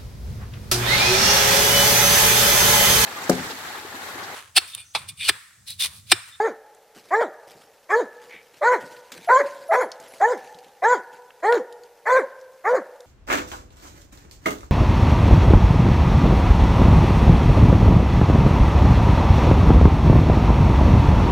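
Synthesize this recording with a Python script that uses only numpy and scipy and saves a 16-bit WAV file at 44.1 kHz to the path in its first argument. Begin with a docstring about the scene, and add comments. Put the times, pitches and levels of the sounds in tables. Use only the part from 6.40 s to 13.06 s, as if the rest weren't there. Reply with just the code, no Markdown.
"""Snowy woods at night: a hound barks up a tree, a few metres straight ahead of a stereo microphone.
Each bark arches in pitch as the vocal folds tighten and slacken, hoarse at both ends and clear on top,
and rings on among the trunks. Paws crunch the snow and scratch the tree, twigs snap and a collar ring
jingles faintly, over a faint hiss and a steady low ring of the woods."""
import sys
import numpy as np
from scipy import signal
from scipy.fft import rfft, irfft, next_fast_len
from scipy.io import wavfile
from scipy.ndimage import map_coordinates

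SR = 44100
rng = np.random.default_rng(int(sys.argv[2]) if len(sys.argv) > 2 else 0)


def master_out(mix):
    """Clip the mix to full scale and print it as 16-bit PCM to the path in sys.argv[1]."""
    frames = np.transpose(np.atleast_2d(mix))
    ceiling = np.clip(frames, -1, 1)
    pcm = np.round(ceiling * 32767).astype(np.int16)
    wavfile.write(sys.argv[1], SR, pcm)


N = 293706
TOP_HZ = 15450  # band limit


def amp(db):
    """Decibels to gain."""
    return 10 ** (np.asarray(db) / 20)


def unit(x):
    """Scale to rms 1."""
    return x / np.sqrt(np.mean(x ** 2) + 1e-20)


def along(points, hz):
    """Read (f/Hz, value) points on a log frequency axis."""
    f, v = np.transpose(points)
    return np.interp(np.log(hz + 1), np.log(f), v)


def wobble(rate, size):
    """A smooth random curve, rate knots a second."""
    return map_coordinates(rng.standard_normal(int(size * rate / SR) + 4), [np.arange(size) * rate / SR])


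def filtered(x, response):
    """Filter x by a gain that depends on frequency."""
    n = x.shape[-1]
    m = next_fast_len(n + 8192)
    return irfft(rfft(x, m) * response(np.fft.rfftfreq(m, 1 / SR)), m)[..., :n]


def coloured(x, spectrum):
    """Shape x by (f/Hz, level/dB) points, at rms 1."""
    return unit(filtered(x, lambda hz: amp(along(spectrum, hz))))


def rippled(x, depth_db, width_hz, life_s):
    """Pass x through narrow resonances that come and go, at rms 1."""
    z = signal.stft(x, SR, nperseg=256)[2]
    rows, cols = np.indices(z.shape)
    grid = [rows * SR / 256 / width_hz, cols * 128 / SR / life_s]
    field = map_coordinates(rng.standard_normal(z.shape), grid, mode='mirror')
    return unit(signal.istft(z * amp(depth_db * np.tanh(field)), SR, nperseg=256)[1][:len(x)])


def add(track, s, sound):
    """Mix a sound into a track at time s, which may be negative."""
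    start = round(s * SR)
    sound = sound[max(-start, 0):]
    part = track[max(start, 0):][:len(sound)]
    part += sound[:len(part)]


def background(db):
    """A faint hiss, wider in the treble, with a steady low ring of the woods near 500 Hz."""
    spectrum = [(25, -15.5), (60, -14), (140, -14), (280, -18), (480, 2.5), (830, -6), (1100, -10.5),
                (1700, -10), (3000, -17.5), (6000, -17), (9000, -21), (12000, -17), (15000, -23)]  # hiss and low ring of the woods: f/Hz, level/dB
    likeness = [(30, .5), (150, 1), (400, 1), (2000, 1), (5000, 0.69), (12000, 0.042)]  # stereo image of the background: f/Hz, left-right correlation
    angle = lambda hz: np.arccos(np.clip(along(likeness, hz), -1, 1)) / 2
    response = lambda hz: amp(along(spectrum, hz)) * [np.cos(angle(hz)), np.sin(angle(hz))]
    mid, side = filtered(rng.standard_normal((2, N)), response)
    return amp(db) * unit(np.array([mid + side, mid - side]))


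def woods_response(near_db, near_t60, far_db, slope_db, slope_s):
    """Near trunks scatter a quick answer, the slope returns a dull echo, and the far wood rings on."""
    decay = [(150, 0.61), (480, 1.34), (900, 1.47), (1700, 0.89), (3000, 0.9), (8000, 0.14)]  # ring of the far wood: f/Hz, t60/s
    hz, t, z = signal.stft(rng.standard_normal(SR * 3 // 2), SR, nperseg=256)
    far = signal.istft(z * amp(-60 * t / along(decay, hz)[:, None]), SR, nperseg=256)[1]
    t = np.arange(len(far)) / SR
    far = far * np.minimum(t / 0.037, 1)
    far = amp(far_db) * far / np.linalg.norm(far)
    far[round(slope_s * SR)] += amp(slope_db)
    # the wood carries the middle of the voice; snow and distance soak up the treble: f/Hz, level/dB
    carry = [(420, -2.0), (550, 5.5), (830, 1.5), (1050, -3.5), (1700, 4), (4000, -8.5)]
    far = filtered(far, lambda hz: amp(along(carry, hz)))
    near = rng.standard_normal(len(t)) * amp(-60 * t / near_t60) * (t > .012)
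    return far + amp(near_db) * near / np.linalg.norm(near)


def woods(x):
    """Echoes come from all round, but only their treble differs at the two close microphone ports."""
    responses = [woods_response(near_db=-17, near_t60=0.12, far_db=-29, slope_db=-24.5, slope_s=0.075)
                 for _ in range(2)]
    mid, side = [signal.fftconvolve(x, response)[:N] for response in responses]
    side = filtered(side, lambda hz: amp(along([(500, -51), (1700, -44), (3000, -18.5), (9000, 9)], hz)))
    return np.array([mid + side, mid - side])


def collar():
    """A small steel ring chimes at each shake."""
    shakes = [(2.865, -53), (3.28, -52), (3.335, -46), (3.411, -45.5), (3.681, -52), (3.72, -53)]  # jolts of the collar: t/s, level/dB
    modes = [(10500, 2, 0.19), (11500, -3.5, 0.13)]  # modes of the ring: f/Hz, level/dB, t60/s
    track, t = np.zeros(N), np.arange(SR // 4) / SR
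    for s, db in shakes:
        ring = sum(amp(level - 60 * t / t60) * np.sin(2 * np.pi * hz * t + 1.3 * wobble(150, len(t)))
                   for hz, level, t60 in modes)
        add(track, s, amp(db) * ring * np.minimum(t / 0.0016, 1))
    return track


def twigs():
    """Dry snaps: a few milliseconds of noise in the narrow resonances of each twig."""
    snaps = [(0.348, -48, 8800), (2.566, -36.5, 2970), (2.723, -33, 5750), (3.517, -25, 4130),
             (3.601, -40, 6100), (4.145, -40, 4470), (4.187, -41, 4950), (4.821, -51.5, 3570),
             (4.905, -41.5, 2350), (5.124, -22, 3160), (5.142, -29, 3070), (5.177, -37.5, 4200),
             (5.325, -42, 6140), (5.435, -43, 6000), (6.012, -46.5, 5900), (6.605, -43.5, 7050)]  # twigs and flakes of the trunk breaking: t/s, relative level/dB, f/Hz
    track, t = np.zeros(N), np.arange(SR // 20) / SR
    for s, db, hz in snaps:
        colour = [(hz / 20, -45), (hz / 4, -24), (hz * 0.53, -2),
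                  (hz * 1.17, 0), (hz * 1.9, -14), (hz * 4, -27)]
        snap = coloured(rng.standard_normal(len(t)), colour)
        snap = rippled(snap, depth_db=8, width_hz=600, life_s=.05)
        add(track, s, amp(db - 2.5 - 60 * t / 0.026) * np.minimum(t / 0.00049, 1) * snap)
    return track


def skid(s, length_s, db):
    """A paw skids over the crust: a gritty scrape that swells quickly and trails off."""
    scrape = [(600, -29), (1500, -17), (1950, -7.5), (2250, 0.5), (2700, -15.5), (3600, -16.5), (4800, -34),
              (12000, -41.5)]  # paw sliding on crust: f/Hz, level/dB
    track = np.zeros(N)
    u = np.linspace(0, 1, int(length_s * SR))
    grit = rng.standard_normal(len(u)) * amp(3 * wobble(400, len(u)))
    add(track, s, amp(db) * np.interp(u, [0, .3, 1], [0, 1, 0]) * coloured(grit, scrape))
    return track


def paws():
    """Each step crushes icy grains; a light rustle goes on as the dog rears against the trunk."""
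    scuffs = [(0.546, 0.066, -47.5), (0.637, 0.082, -52), (1.07, 0.11, -50), (1.209, 0.053, -54.5),
              (1.814, 0.05, -51.5), (2.397, 0.18, -50), (2.5, 0.068, -54.5), (2.717, 0.053, -40),
              (2.775, 0.008, -42), (2.794, 0.34, -49), (3.03, 0.24, -48.5), (3.597, 0.09, -46.5),
              (3.733, 0.067, -47), (3.97, 0.095, -49), (4.726, 0.047, -53)]  # paws on snow and trunk: t/s, nominal length/s, relative level/dB
    crunch = [(50, -32), (110, 1.5), (190, 3), (400, 10.5), (1000, 0), (1900, 6), (3000, 3.5), (6000, 0),
              (8500, -4), (15000, -11)]  # crushed snow: f/Hz, level/dB
    rustle = [(0, -69.5), (1.7, -62.5), (2.3, -56), (3.2, -61.5), (4.2, -59), (4.6, -64.5), (6.6, -66)]  # steady stirring underfoot: t/s, level/dB
    track = np.zeros(N)
    grains = lambda n: rng.standard_normal(n) * amp(3 * wobble(400, n) + 2.3 * wobble(50, n))
    for s, length, db in scuffs:
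        u = np.linspace(0, 1, int(length * 1.87 * SR))
        envelope = amp(db - 0.5) * np.minimum(u / 0.024, 1) * (1 - u) ** 1.04
        add(track, s, envelope * coloured(grains(len(u)), crunch))
    rustle_db = np.interp(np.arange(N) / SR, *np.transpose(rustle))
    track += amp(rustle_db) * coloured(grains(N), crunch)
    # every clump of crust cracks at its own pitches
    return track.std() * rippled(track, depth_db=5, width_hz=600, life_s=.02)


def footfalls():
    """The heavier steps thud dully in the snow."""
    thuds = [(0.559, -54.5), (1.15, -56), (1.94, -59), (2.423, -46), (2.781, -55), (4.021, -59),
             (4.148, -58.5), (4.259, -64)]  # paws landing: t/s, relative level/dB
    colour = [(50, -24), (90, -13), (140, 1), (230, 3.5), (600, 0.5), (2000, -40)]  # f/Hz, level/dB
    track, t = np.zeros(N), np.arange(SR // 6) / SR
    for s, db in thuds:
        thud = coloured(rng.standard_normal(len(t)), colour)
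        add(track, s, amp(db + 8 - 60 * t / 0.17) * np.minimum(t / 0.0028, 1) * thud)
    return track


def overtones(pitch, phase, spectrum, orders, jaw):
    """Harmonics slide through resonances that the jaw scales, each wavering on its own; rms 1."""
    hz = orders[:, None] * pitch
    gain = amp(along(spectrum, hz / jaw)) * (hz < TOP_HZ)
    gain = gain / np.sqrt(np.sum(gain ** 2, axis=0) + 1e-20)
    flutter = amp(5 * np.array([wobble(55, len(pitch)) for _ in orders]))
    offsets = rng.uniform(0, 2 * np.pi, (len(orders), 1))
    return unit(np.sum(gain * flutter * np.sin(orders[:, None] * phase + offsets), axis=0))


def roughness(t, slack, top_hz, hoarse, fray):
    """The folds rattle at first, lock (later the higher the bark), and rattle as they slacken; 0-1."""
    lock_s = 0.02 * 2 ** ((top_hz - 500) / 22)
    end_rough, unlock_s = 0.73, 0.024
    rough = hoarse * np.exp(0.24 * wobble(45, len(t))) + fray
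    rough += (1 - rough) * np.exp(-t / lock_s)
    rough += (end_rough - rough) * np.minimum(slack / unlock_s, 1)
    return np.clip(rough, 0, 1) ** 1.4


def bark(build_s, hold_s, top_hz, climb_s, crack, jaw_s, sag_db,
         first_db, second_db, second_loss_db, upper_db, upper_loss_db, edge_db, hoarse):
    """One bark: pitch and chest pressure climb, the jaw closes, then the vocal folds slacken."""
    throat = [(500, -13), (1000, 15), (1250, 0), (1400, 6.5), (1560, 5), (1800, 7.5), (2000, -12),
              (2250, -8.5), (2450, -30), (2700, -41.5)]  # resonances of throat and open mouth: f/Hz, level/dB
    edge_colour = [(2300, -35), (2750, -18), (3100, 2.5), (3600, -0.5), (4150, 4), (4800, -3), (5400, -3.5),
                   (6200, 0), (7100, 3.5), (8300, -13.5), (9100, -7.5), (10000, -19.5), (15000, -20.5)]  # thin treble edge of the voice: f/Hz, level/dB
    rasp_low = [(120, -33), (250, -74), (400, -5.5), (590, 5), (820, -5), (1050, -7), (1300, -8.5),
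                (1700, -8), (2350, -30.5), (2800, -51)]  # turbulent air in the throat's low resonances: f/Hz, level/dB
    rasp_high = [(700, -38.5), (1100, 2.5), (1350, -6), (1680, -3.5), (2000, 1.5), (2330, -7.5),
                 (2520, -18), (2750, -41), (3500, -41.5)]  # the same in its high resonances: f/Hz, level/dB
    hang_s, let_go_s, release_s, fall_octaves_per_s = 0.00406, 0.00498, .085, 23.8
    scoop, crack_s, sag_at_s, sag_s = .39, 0.01303, 0.1, 0.013
    t = np.arange(int((hold_s + release_s) * SR)) / SR
    n = len(t)
    swell = lambda rise_s, fall_s: np.clip(t / rise_s, 0, 1) * np.clip((t[-1] - t) / fall_s, 0, 1)
    bump = lambda at, half: np.exp(-((t - at) / half) ** 2)
    step = lambda at, half: (1 + np.tanh((t - at) / half)) / 2

    # the pitch scoops up, cracks upward at the end of the hold, then drops
    slack = let_go_s * np.logaddexp(0, (t - hold_s - hang_s) / let_go_s)  # seconds since letting go
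    tension = lambda age: 1 - scoop * np.exp(-(age / climb_s) ** 1.2)
    climb = tension(t) / tension(hold_s)
    pitch = top_hz * climb * (1 + crack * bump(hold_s, crack_s)) * 2 ** (-fall_octaves_per_s * slack)
    rough = roughness(t, slack, top_hz, hoarse, fray=0.0944 * sag_db * step(sag_at_s, sag_s))
    jitter = (.002 + .03 * rough) * wobble(350, n) + (.002 + .016 * rough) * wobble(70, n)
    phase = 2 * np.pi * np.cumsum(pitch * (1 + jitter)) / SR

    pressure_db = -16.5 * np.exp(-t / build_s)
    sag = sag_db * bump(sag_at_s, sag_s)  # the overtones thin out in mid-bark
    catch = 65 * crack * bump(hold_s + 0.021, crack_s)  # a hoarse catch follows the crack
    closed = step(jaw_s, 0.0061)  # the closing jaw muffles the overtones
    levels_db = [first_db + 31 * np.log2(climb),  # grows as it climbs into the throat's resonance
                 second_db - second_loss_db * closed - sag,
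                 upper_db - upper_loss_db * closed - sag + catch,
                 edge_db - sag]
    release_db_per_s = (522, 242, 250, 210)
    first, second, upper, thin = [amp(db + pressure_db - fall * slack)
                                  for db, fall in zip(levels_db, release_db_per_s)]

    jaw = 1 + np.linspace(.06, -.07, n)  # the jaw draws the resonances down
    waver = lambda: amp(1.28 * wobble(70, n))
    low = first * waver() * np.sin(phase)
    low += second * waver() * np.sin(2 * phase + rng.uniform(0, 2 * np.pi))
    high = overtones(pitch, phase, throat, np.arange(3, 13), jaw)
    high = rippled(high, depth_db=2.5, width_hz=300, life_s=.04)
    tone = (np.sqrt(2) * low + upper * high) * amp((.3 + 2 * rough) * wobble(160, n))

    # air rushes through the folds once a cycle and replaces the tone as they rattle
    puffs = lambda: (1 + 0.81 * np.cos(phase)) * rng.standard_normal(n)
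    rasp = lambda colour: rippled(coloured(puffs(), colour), depth_db=5, width_hz=170, life_s=.025)
    air = amp(-2.5) * np.hypot(first, second) * rasp(rasp_low) + amp(2) * upper * rasp(rasp_high)
    voice = np.sqrt(1 - rough ** 2) * tone * swell(.008, 0.021) + rough * air * swell(.017, 0.11)

    voiced = .88 * (1 - rough ** 2) * (1 - rough / 2)  # the edge is voiced while the tone is clear
    edge = voiced * overtones(pitch, phase, edge_colour, np.arange(6, 34), jaw)
    edge += np.sqrt(1 - voiced ** 2) * coloured(puffs(), edge_colour)
    edge = rippled(edge, depth_db=10, width_hz=380, life_s=.03)
    return voice + thin * edge * swell(.02, 0.084)


def hound():
    """The run of barks, with brief near-pure tones in or after some; the mouth radiates little bass."""
    # barks: t/s, pressure build-up/s, hold/s, top f/Hz, climb/s, crack/share of pitch, jaw delay/s,
    # sag/dB, fundamental/dB, second harmonic/dB, its loss as the jaw closes/dB, upper harmonics/dB,
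    # their loss/dB, treble edge/dB, hoarseness/0-1
    barks = [ (-.055, 0.0089, .12, 451.2, 0.046, 0.018, 0.065, 4, -20, -11, 15, -20.5, 8.5, -47.5, 0.19),
             (0.704, .016, 0.12, 472, .042, 0.027, 0.054, 1, -18.5, -19, 6.5, -18.5, 11.5, -46, 0.34),
             (1.489, 0.012, 0.11, 485.7, 0.045, 0.032, 0.072, 1.5, -17, -22, 7, -20.5, 17.5, -45, 0.31),
             (2.212, 0.019, .127, 501.6, 0.031, 0.013, 0.14, 3, -19, -17.5, 11.5, -20, 8.5, -42.5, 0.28),
             (2.88, 0.015, 0.11, 520, .018, .12, .101, 2.5, -21, -12, 15, -20, 6.5, -40, 0.1),
             (3.305, 0.013, .104, 502, .023, 0.081, 0.054, 4.5, -20.5, -13, 9, -22, 5, -43, 0.45),
             (3.799, 0.013, .121, 501.4, .05, 0.023, 0.063, 1.5, -19, -13.5, 14.5, -24, 10.5, -45, 0.28),
             (4.418, 0.011, 0.12, 496.8, .034, 0.012, 0.13, 2, -20, -16.5, 13.5, -22, 5.5, -40.5, 0.16),
             (5.022, 0.017, .133, 494.4, .053, .01, 0.11, 5, -14, -17, 19, -22, 9.5, -44, 0.18),
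             (5.652, 0.026, 0.13, 516.8, 0.027, 0.0543, 0.13, 2.5, -17, -17, 12, -19, 7.5, -42, 0.26),
             (6.238, 0.024, 0.12, 512.6, 0.042, 0.0665, 0.066, 6, -15.5, -17, 14, -20.5, 10, -47.5, 0.26), ]
    # squeaks in a bark and short ringing echoes just after it: t/s, length/s, f/Hz, relative level/dB
    brief_tones = [(2.211, 0.033, 591, -23), (2.874, 0.026, 702, -23), (3.289, 0.053, 659.6, -20),
                   (2.987, 0.043, 564, -19.5), (3.036, .045, 561, -26), (5.19, 0.041, 500.6, -29.5),
                   (5.829, 0.031, 540, -28)]
    track = np.zeros(N)
    for s, *shape in barks:
        add(track, s, bark(*shape))
    for s, length, hz, db in brief_tones:
        u = np.linspace(0, 1, int(length * SR))
        phase = 2 * np.pi * np.cumsum(hz * (1 + 0.0082 * wobble(100, len(u)))) / SR
        envelope = amp(db + 5) * np.abs(np.sin(np.pi * u)) ** 0.82
        add(track, s, envelope * (np.sin(phase) + amp(-22) * np.sin(2 * phase)))
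    return filtered(track, lambda hz: hz ** 4 / (hz ** 4 + 205 ** 4))


def scene():
    """The dog is dead centre, a few metres off, with the woods all round the microphone."""
    dog = hound() + paws() + footfalls() + skid(s=1.892, length_s=0.14, db=-42) + twigs() + collar()
    return dog + woods(dog) + background(db=-58.5)


def record(dry):
    """The sound eases in over 4 ms; the recorder keeps nothing above its band limit."""
    ease = np.minimum(np.arange(N) / SR / .004, 1)
    return filtered(dry * ease, lambda hz: hz < TOP_HZ)


dry = scene()
out = record(dry)
master_out(out)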